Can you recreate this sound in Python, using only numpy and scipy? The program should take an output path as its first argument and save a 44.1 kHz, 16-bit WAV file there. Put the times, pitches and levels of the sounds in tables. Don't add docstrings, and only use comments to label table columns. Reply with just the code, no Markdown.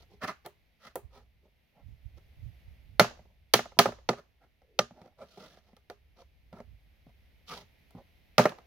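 import sys
import numpy as np
from scipy import signal
from scipy.fft import rfft, irfft, next_fast_len
from scipy.io import wavfile
from scipy.ndimage import uniform_filter1d

SR = 44100
rng = np.random.default_rng(int(sys.argv[2]) if len(sys.argv) > 2 else 0)


def master_out(mix):
    frames = np.transpose(np.atleast_2d(mix))
    ceiling = np.clip(frames, -1, 1)
    pcm = np.round(ceiling * 32767).astype(np.int16)
    wavfile.write(sys.argv[1], SR, pcm)


N = 381906
TIME = np.arange(N) / SR
AGE = TIME[:SR // 5]
TOP_HZ = 16000
BLOW_SAMPLES = SR // 100

# (nominal frequency [Hz], relative level [dB], t60 at length 1 [s])
SHAFT_MODES = [(3206, -1, 0.085), (4370, -5, 0.068), (5145, -6, .05), (5722, 0.5, .055)]
# (frequency [Hz], relative level [dB])
CRACK_COLOUR = [(900, -32.5), (1700, -14), (2400, -1.5), (3200, 2.5), (4200, 2.5), (5700, -3), (6600, -8),
                (7600, -19.5), (12000, -39)]
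# (frequency [Hz], relative level [dB])
SNAP_COLOUR = [(4000, -35.5), (7000, -7), (8500, -5.5), (10200, 1.5), (12800, 0), (16000, -3)]


def undb(db):
    return 10 ** (np.asarray(db) / 20)


def on_log_axis(points, size):
    hz, db = np.transpose(points)
    bin_hz = np.arange(size // 2 + 1) * SR / size
    return np.interp(np.log(bin_hz + 1), np.log(hz), db)


def colour(x, points, size=2048):
    cepstrum = irfft(np.log(undb(on_log_axis(points, size))))
    cepstrum[1:size // 2] *= 2
    cepstrum[size // 2 + 1:] = 0
    response = irfft(np.exp(rfft(cepstrum)))
    response /= np.linalg.norm(response)
    return signal.fftconvolve(x, response[None], axes=1)[:, :x.shape[1]]


def noise(size, width):
    mid, side = rng.standard_normal((2, size))
    return np.array([mid + width * side, mid - width * side]) / np.hypot(1, width)


def add(out, s, sound):
    start = max(int(s * SR), 0)
    out[:, start:start + sound.shape[-1]] += sound[..., :N - start]


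def wind():
    # (time [s], level before a 2 dB lift [dB])
    wind_curve = [(0, -62), (.8, -76.5), (1.12, -60), (1.75, -79.5), (2.0, -61.5), (3.0, -59), (3.5, -67.5),
                  (3.95, -59), (4.25, -71.5), (5.6, -71.5), (6.6, -62.5), (8.66, -68)]
    # (frequency [Hz], relative level [dB])
    rumble_colour = [(20, -14.5), (45, 0.5), (62, 6), (100, -5), (160, -16), (250, -23.5), (500, -60.5)]
    level_db = np.interp(TIME, *np.transpose(wind_curve)) + 2.0
    return undb(level_db) * colour(noise(N, width=0.38), rumble_colour)


def buffets():
    # (peak time [s], Gaussian length [s], level before the side gains [dB])
    gust_list = [(1.053, 0.025, -49), (1.898, 0.049, -42), (2.061, 0.019, -42.5), (2.163, 0.024, -50),
                 (2.455, 0.05, -38.5), (2.697, 0.029, -48.5), (2.92, 0.095, -50.5), (6.705, 0.057, -50)]
    # (frequency [Hz], relative level [dB])
    buffet_colour = [(20, -17), (45, 1.5), (70, 6), (110, -0.5), (170, -17.5), (260, -27), (500, -61.5)]
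    swell = sum(undb(db) * np.exp(-((TIME - s) / length) ** 2) for s, length, db in gust_list)
    side_gain = undb([[-16], [3]])
    return swell * colour(noise(N, width=0.89), buffet_colour) * side_gain


def distant_hiss():
    # (time [s], level [dB])
    hiss_curve = [(0, -70.5), (1.4, -75), (2.6, -66.5), (3.4, -73.5), (4.4, -75), (6.1, -73.5),
                  (7.8, -67.5), (8.66, -68.5)]
    # (frequency [Hz], relative level [dB])
    air_colour = [(30, -0.5), (150, 2.5), (350, -7), (680, -6.5), (1150, -17.5), (1600, -13), (2100, -5.5),
                  (3800, -14), (6000, -23.5), (8000, -36), (12500, -20), (16000, -29.5)]
    level_db = np.interp(TIME, *np.transpose(hiss_curve))
    return undb(level_db) * colour(noise(N, width=.7), air_colour)


def drain(power, seconds):
    keep = np.exp(-1 / (seconds * SR))
    return signal.lfilter([1 - keep], [1, -keep], power)


def garden(x, count=10):
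    # (frequency [Hz], level [dB], t60 of the near echo [s])
    tail_bands = [(603, -18.5, .33), (1600, -5, 0.17), (4500, -7, 0.235), (12000, -5, 0.125)]
    late_db, late_stretch = -14, 2
    edges = np.geomspace(300, TOP_HZ, count)
    hz, tail_db, tail_t60 = np.transpose(tail_bands)
    wash, out = noise(N, width=0.94), 0
    for lo, hi in zip(edges, edges[1:]):
        centre = np.log(lo * hi) / 2
        db = np.interp(centre, np.log(hz), tail_db)
        t60 = np.interp(centre, np.log(hz), tail_t60)
        band = signal.butter(3, [lo, hi], "bandpass", fs=SR, output="sos")
        power = np.mean(signal.sosfilt(band, x + 1e-12 * wash) ** 2, axis=0)
        power = drain(power, .004)
        seconds = t60 / np.log(1e6)
        near = drain(power, seconds)
        far = undb(late_db) ** 2 * drain(power, late_stretch * seconds)
        carrier = signal.sosfilt(band, wash)
        out = out + undb(db) * np.sqrt(near + far) * carrier / carrier.std()
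    return out


def squeak(blur_hz=45):
    # (time [s], frequency [Hz], level [dB])
    squeak_path = [(4.61, 578, -76), (4.63, 519, -71.5), (4.68, 488, -66.5), (4.72, 440, -63),
                   (4.76, 394, -67.5), (4.79, 402, -56)]
    s, hz, db = np.transpose(squeak_path)
    waver = signal.sosfilt(signal.butter(2, blur_hz, fs=SR, output="sos"), rng.standard_normal(N))
    phase = 2 * np.pi * np.cumsum(np.interp(TIME, s, hz)) / SR
    tone = waver / waver.std() * np.sin(phase)
    return undb(np.interp(TIME, s, db, left=-np.inf, right=-np.inf)) * tone


def unit_blow(x):
    return x * np.sqrt(BLOW_SAMPLES / np.sum(np.atleast_2d(x) ** 2, axis=1).mean())


def fade(t60):
    return np.exp(-np.log(1000) * AGE / max(t60, 1e-4))


def ring(modes, length, scatter_db, phase_spread=1.2):
    hz, db, t60 = np.transpose(modes)[:, :, None]
    share, detune, start = rng.standard_normal((3, len(modes), 1))
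    phase = 2 * np.pi * hz * (1 + .008 * detune) * AGE + phase_spread * start
    rise = 1 - np.exp(-2 * hz * AGE)
    decay = np.exp(-np.log(1000) * AGE / (t60 * length))
    tones = undb(db + scatter_db * share) * rise * decay * np.sin(phase)
    return unit_blow(np.sum(tones, axis=0))


def burst(points, t60, width, rise_s=.0003):
    envelope = fade(t60) * (1 - np.exp(-AGE / rise_s))
    return unit_blow(colour(noise(len(AGE), width) * envelope, points))


def board(length):
    # (nominal frequency [Hz], relative level [dB], t60 at length 1 [s])
    board_modes = [(123, -8.5, 0.18), (176.4, -0.5, 0.1), (215, -5.5, 0.12), (237, -13.5, 0.26),
                   (359, -7.5, 0.13), (411, -4, 0.15), (487, 1, 0.066), (546, 5, 0.07), (602, 2.5, 0.096),
                   (698, 3, 0.076), (769, -4, .055), (825, -1.5, 0.035), (995, -4, 0.05),
                   (1210, -4.5, 0.14), (1252, -3, .04), (1363, 2.5, 0.047), (1597, -8.5, .04),
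                   (1765, -2, 0.053), (1830, -6.5, .035), (2047, -3.5, 0.055)]
    # (frequency [Hz], relative level [dB])
    body_colour = [(90, -32.5), (190, -14), (310, -9), (430, -3.5), (620, 1.5), (850, 5), (1050, -8.5),
                   (1400, -33.5)]
    # (frequency [Hz], relative level [dB])
    clack_colour = [(700, -30), (1080, -3.5), (1330, 6), (1580, -7.5), (1900, -3.5), (2300, -7),
                    (3300, -34)]
    low = [m for m in board_modes if m[0] <= 300]
    middle = [m for m in board_modes if 300 < m[0] <= 1100]
    high = [m for m in board_modes if m[0] > 1100]
    thud = ring(low, length, scatter_db=1.5)
    body = undb(-2.5) * ring(middle, length, scatter_db=5.0)
    body = body + undb(-8) * burst(body_colour, t60=0.073 * length, width=0.13)
    clack = undb(-4) * ring(high, length, scatter_db=2.0)
    clack = clack + undb(-1.5) * burst(clack_colour, t60=0.053 * length, width=0.33)
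    return thud, body, clack


def unevenness(spread_db, size):
    held = np.repeat(undb(spread_db * rng.standard_normal(N // size + 1)), size)[:N]
    return held / np.sqrt(np.mean(held ** 2))


def scraping():
    # (swell peak [s], Gaussian rise [s], base level [dB],
    # hardness before the slopes [dB], extra clack [dB])
    scrape_list = [(0.01, 0.021, -62, 10.5, -5.5), (0.123, 0.03, -61, -1.5, -17),
                   (0.234, 0.014, -33, 1.5, 9.5), (0.288, 0.018, -37.5, 4.5, 5.5),
                   (0.455, 0.0068, -50.5, 2, 1.5), (0.851, 0.033, -57, 11.5, 3.5),
                   (1.157, .037, -55, 2, 2.5), (1.448, 0.026, -71.5, -6, -7), (1.779, 0.029, -58, -20, 4),
                   (2.178, 0.012, -65.5, 7, -2.5), (3.298, 0.02, -74, -12, -5),
                   (4.182, 0.013, -49.5, 1, 2.5), (4.429, .025, -68.5, -2, 7.5),
                   (5.01, 0.062, -57, -6, -1.5), (5.213, 0.025, -47, -9, 2),
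                   (5.319, 0.074, -66, 12.5, -7.5), (5.421, 0.046, -51.5, 4, -4), (5.519, 0.06, -63, 9, -2),
                   (5.681, .036, -69.5, 6.5, -0.5), (6.195, 0.024, -57, 4.5, -1.5),
                   (6.57, 0.032, -53.5, -6, 4.5), (7.09, 0.008, -65.5, -3, -9),
                   (7.487, 0.011, -57.5, 19, -8), (7.519, 0.026, -42.5, 8, 1), (7.574, .033, -49.5, 9, -5),
                   (7.975, .027, -53.5, -9, -8)]
    # (body [dB], clack [dB], grit [dB], hiss [dB])
    voice_db = (1, -9, -13, -26)
    # (body [dB/dB], clack [dB/dB], grit [dB/dB], hiss [dB/dB])
    voice_slope = (0, .65, 1, 1.1)
    fall_ratio = 1.264
    shaft_db = -11
    slips = unevenness(spread_db=2.5, size=30)
    catches = uniform_filter1d(unevenness(spread_db=3, size=450), size=150)
    rung, rasp = np.zeros((2, 2, N))
    for s, rise, db, hardness_db, clack_db in scrape_list:
        start = max(s - .2, 0)
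        span = int(start * SR) + np.arange(SR // 2)
        t = TIME[span] - s
        swell = np.exp(-(t / np.where(t < 0, rise, fall_ratio * rise)) ** 2)
        swell = swell * slips[span] * catches[span]
        push_db = np.add(voice_db, db) + hardness_db * np.array(voice_slope)
        push = undb(push_db)[:, None] * swell
        thud, body, clack = board(length=0.45)
        shaft = ring(SHAFT_MODES, length=0.33, scatter_db=8)[None]
        voices = (body + undb(-8.5) * thud, undb(clack_db) * clack, undb(shaft_db) * shaft)
        for force, voice in zip(push, voices):
            rough_force = force * rng.standard_normal((1, len(t)))
            add(rung, start, signal.fftconvolve(rough_force, voice, axes=1))
        add(rasp, start, push[2:])
    grit, hiss = rasp
    grit_sound = colour(grit * noise(N, width=0.9), CRACK_COLOUR)
    hiss_sound = colour(hiss * noise(N, width=1.0), SNAP_COLOUR)
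    return rung / np.sqrt(BLOW_SAMPLES) + grit_sound + hiss_sound


def contact(mix_db, level_db, thud_db=0, hardness_db=0, snap_db=0):
    # (thud [dB/dB], body [dB/dB], clack [dB/dB], crack [dB/dB], snap [dB/dB])
    hardness_slope = (0, 0, .6, 1, 1.25)
    extra_db = np.array([thud_db, 0, 0, 0, snap_db])
    return np.add(mix_db, level_db) + hardness_db * np.array(hardness_slope) + extra_db


def knock(thud_db, body_db, clack_db, crack_db, snap_db, crush_s, length):
    thud, body, clack = board(length)
    crack = burst(CRACK_COLOUR, t60=8 * crush_s, width=.55)
    crack = crack + undb(-10.5) * ring(SHAFT_MODES, length, scatter_db=4.5)
    snap = burst(SNAP_COLOUR, t60=9 * crush_s, width=0.93)
    wood = undb(thud_db) * thud + undb(body_db) * body + undb(clack_db) * clack
    return wood + undb(crack_db) * crack + undb(snap_db) * snap


def handling():
    # (time [s], base level [dB], extra thud [dB],
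    # hardness before the slopes [dB])
    tap_list = [(3.192, -52.5, -7, -8), (3.253, -61, -10, -14), (3.771, -48.5, -6, -6),
                (3.886, -33, -11, -10), (4.618, -62.5, -18, 2.5), (4.908, -53, -0.5, 1.5),
                (5.016, -53.5, -1.5, 8), (5.06, -54, -12, -2.5), (5.374, -43, -12, -16),
                (5.571, -56.5, -10, 6), (5.731, -61, 2, 1), (6.528, -48.5, 1.5, 5.5),
                (6.602, -44.5, -7, -0.5), (7.066, -61.5, 6.5, -4), (7.95, -49, 5.5, -11),
                (8.439, -42.5, -5, 22), (8.493, -47.5, -1, 21), (8.586, -49, -15, 6)]
    # (time [s], base level [dB],
    # hardness before the slopes [dB], extra snap [dB])
    click_list = [(0.461, -39.5, 4, 6.5), (0.956, -30.5, -4, 16.5), (5.766, -58.5, 9, -2),
                  (5.899, -39, 3, -5.5), (7.907, -62.5, 6.5, 7.5)]
    # (thud [dB], body [dB], clack [dB], crack [dB], snap [dB])
    tap_mix = (3, -0.5, -14.5, -23.5, -37.5)
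    # (thud [dB], body [dB], clack [dB], crack [dB], snap [dB])
    click_mix = (-21.5, -1, -13, -17, -22)
    for s, db, thud_db, hardness_db in tap_list:
        levels = contact(tap_mix, db, thud_db, hardness_db)
        yield s, knock(*levels, crush_s=.002, length=0.55), -2.5
    for s, db, hardness_db, snap_db in click_list:
        levels = contact(click_mix, db, hardness_db=hardness_db, snap_db=snap_db)
        yield s, knock(*levels, crush_s=.002, length=0.97), -4.5


def blows(count=3):
    # (time [s], base level [dB], extra thud [dB], hardness before the slopes [dB],
    # extra snap [dB], time the plastic gives way [s], landing of the blade over the blow [dB],
    # first rebound after [s], rebound over the blow [dB],
    # loss each time the count of bounces doubles [dB], echo of the strike [dB])
    blow_list = [(2.996, -12.5, -1.5, -2.5, -2, .006, -7, 0.048, -17, 19.5, -3),
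                 (3.537, -20, -5, 4.5, -1.5, .004, 1.5, 0.054, -6.5, 16.5, -2.5),
                 (3.789, -15, -1.5, 0.5, -1.5, .003, -1, .0683, -4, 23.5, -2),
                 (4.0893, -20, -1, -8.5, -16.5, .003, -3.5, 0.042, -18, 26, -6.5),
                 (4.7897, -21.5, -3.5, 1.5, -12, .003, -12.5, .05, -33, 30, -11.5),
                 (8.381, -14, 1.5, -6, -3.5, .012, -1, 0.074, -1.5, 27.5, 1.5)]
    # (thud [dB], body [dB], clack [dB], crack [dB], snap [dB])
    strike_mix = (-9.5, 0.5, -2, -2.5, -9.5)
    # (thud [dB], body [dB], clack [dB], crack [dB], snap [dB])
    landing_mix = (-4, 1, -3.5, -3, -9)
    # (thud [dB], body [dB], clack [dB], crack [dB], snap [dB])
    rebound_mix = (-14.5, 0, -8.5, -22, -37)
    cushion_db_per_s = 1100
    bounce_s = .0642
    for (s, db, thud_db, hardness_db, snap_db, give_s, landing_db,
         rebound_s, rebound_db, loss_db, echo_db) in blow_list:
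        levels = contact(strike_mix, db, thud_db, hardness_db, snap_db)
        yield s, knock(*levels, crush_s=.0019, length=.85), echo_db
        cushioned_db = hardness_db - cushion_db_per_s * give_s
        levels = contact(landing_mix, db + landing_db, thud_db, cushioned_db, snap_db)
        yield s + give_s, knock(*levels, crush_s=0.0016, length=0.71), echo_db - 2.0
        for k in range(count):
            bounce_db = db + rebound_db - loss_db * np.log2(k + 1)
            levels = contact(rebound_mix, bounce_db)
            yield s + rebound_s + k * bounce_s, knock(*levels, crush_s=.003, length=.6), -6


def hammering():
    near, spread = np.zeros((2, 2, N))
    for s, sound, echo_db in [*blows(), *handling()]:
        add(near, s, sound)
        add(spread, s, undb(echo_db) * sound)
    return near, spread


def scene():
    contacts, spread = hammering()
    rubbing = scraping() + squeak()
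    bass_cut = signal.butter(2, 95, "highpass", fs=SR, output="sos")
    left, right = signal.sosfilt(bass_cut, contacts + rubbing)
    left = np.roll(left, 2)
    echo = garden(spread + undb(-4.0) * rubbing)
    return np.array([left, right]) + echo + wind() + buffets() + distant_hiss()


def record(dry):
    # (frequency [Hz], left minus right [dB])
    port_balance = [(150, -.7), (550, -2.2), (1300, -.3), (2100, -1.5), (3100, -1), (5200, -6), (6600, -4),
                    (8500, 10), (10500, 4), (14000, 2)]
    size = next_fast_len(N + N % 2, True)
    half_db = on_log_axis(port_balance, size) / 2
    heard = irfft(rfft(dry, size) * undb(np.array([half_db, -half_db])), size)[:, :N]
    rounded = np.tanh(0.88 * heard) / 0.88
    return signal.sosfilt(signal.ellip(8, .2, 80, TOP_HZ, fs=SR, output="sos"), rounded)


dry = scene()
out = record(dry)
master_out(out)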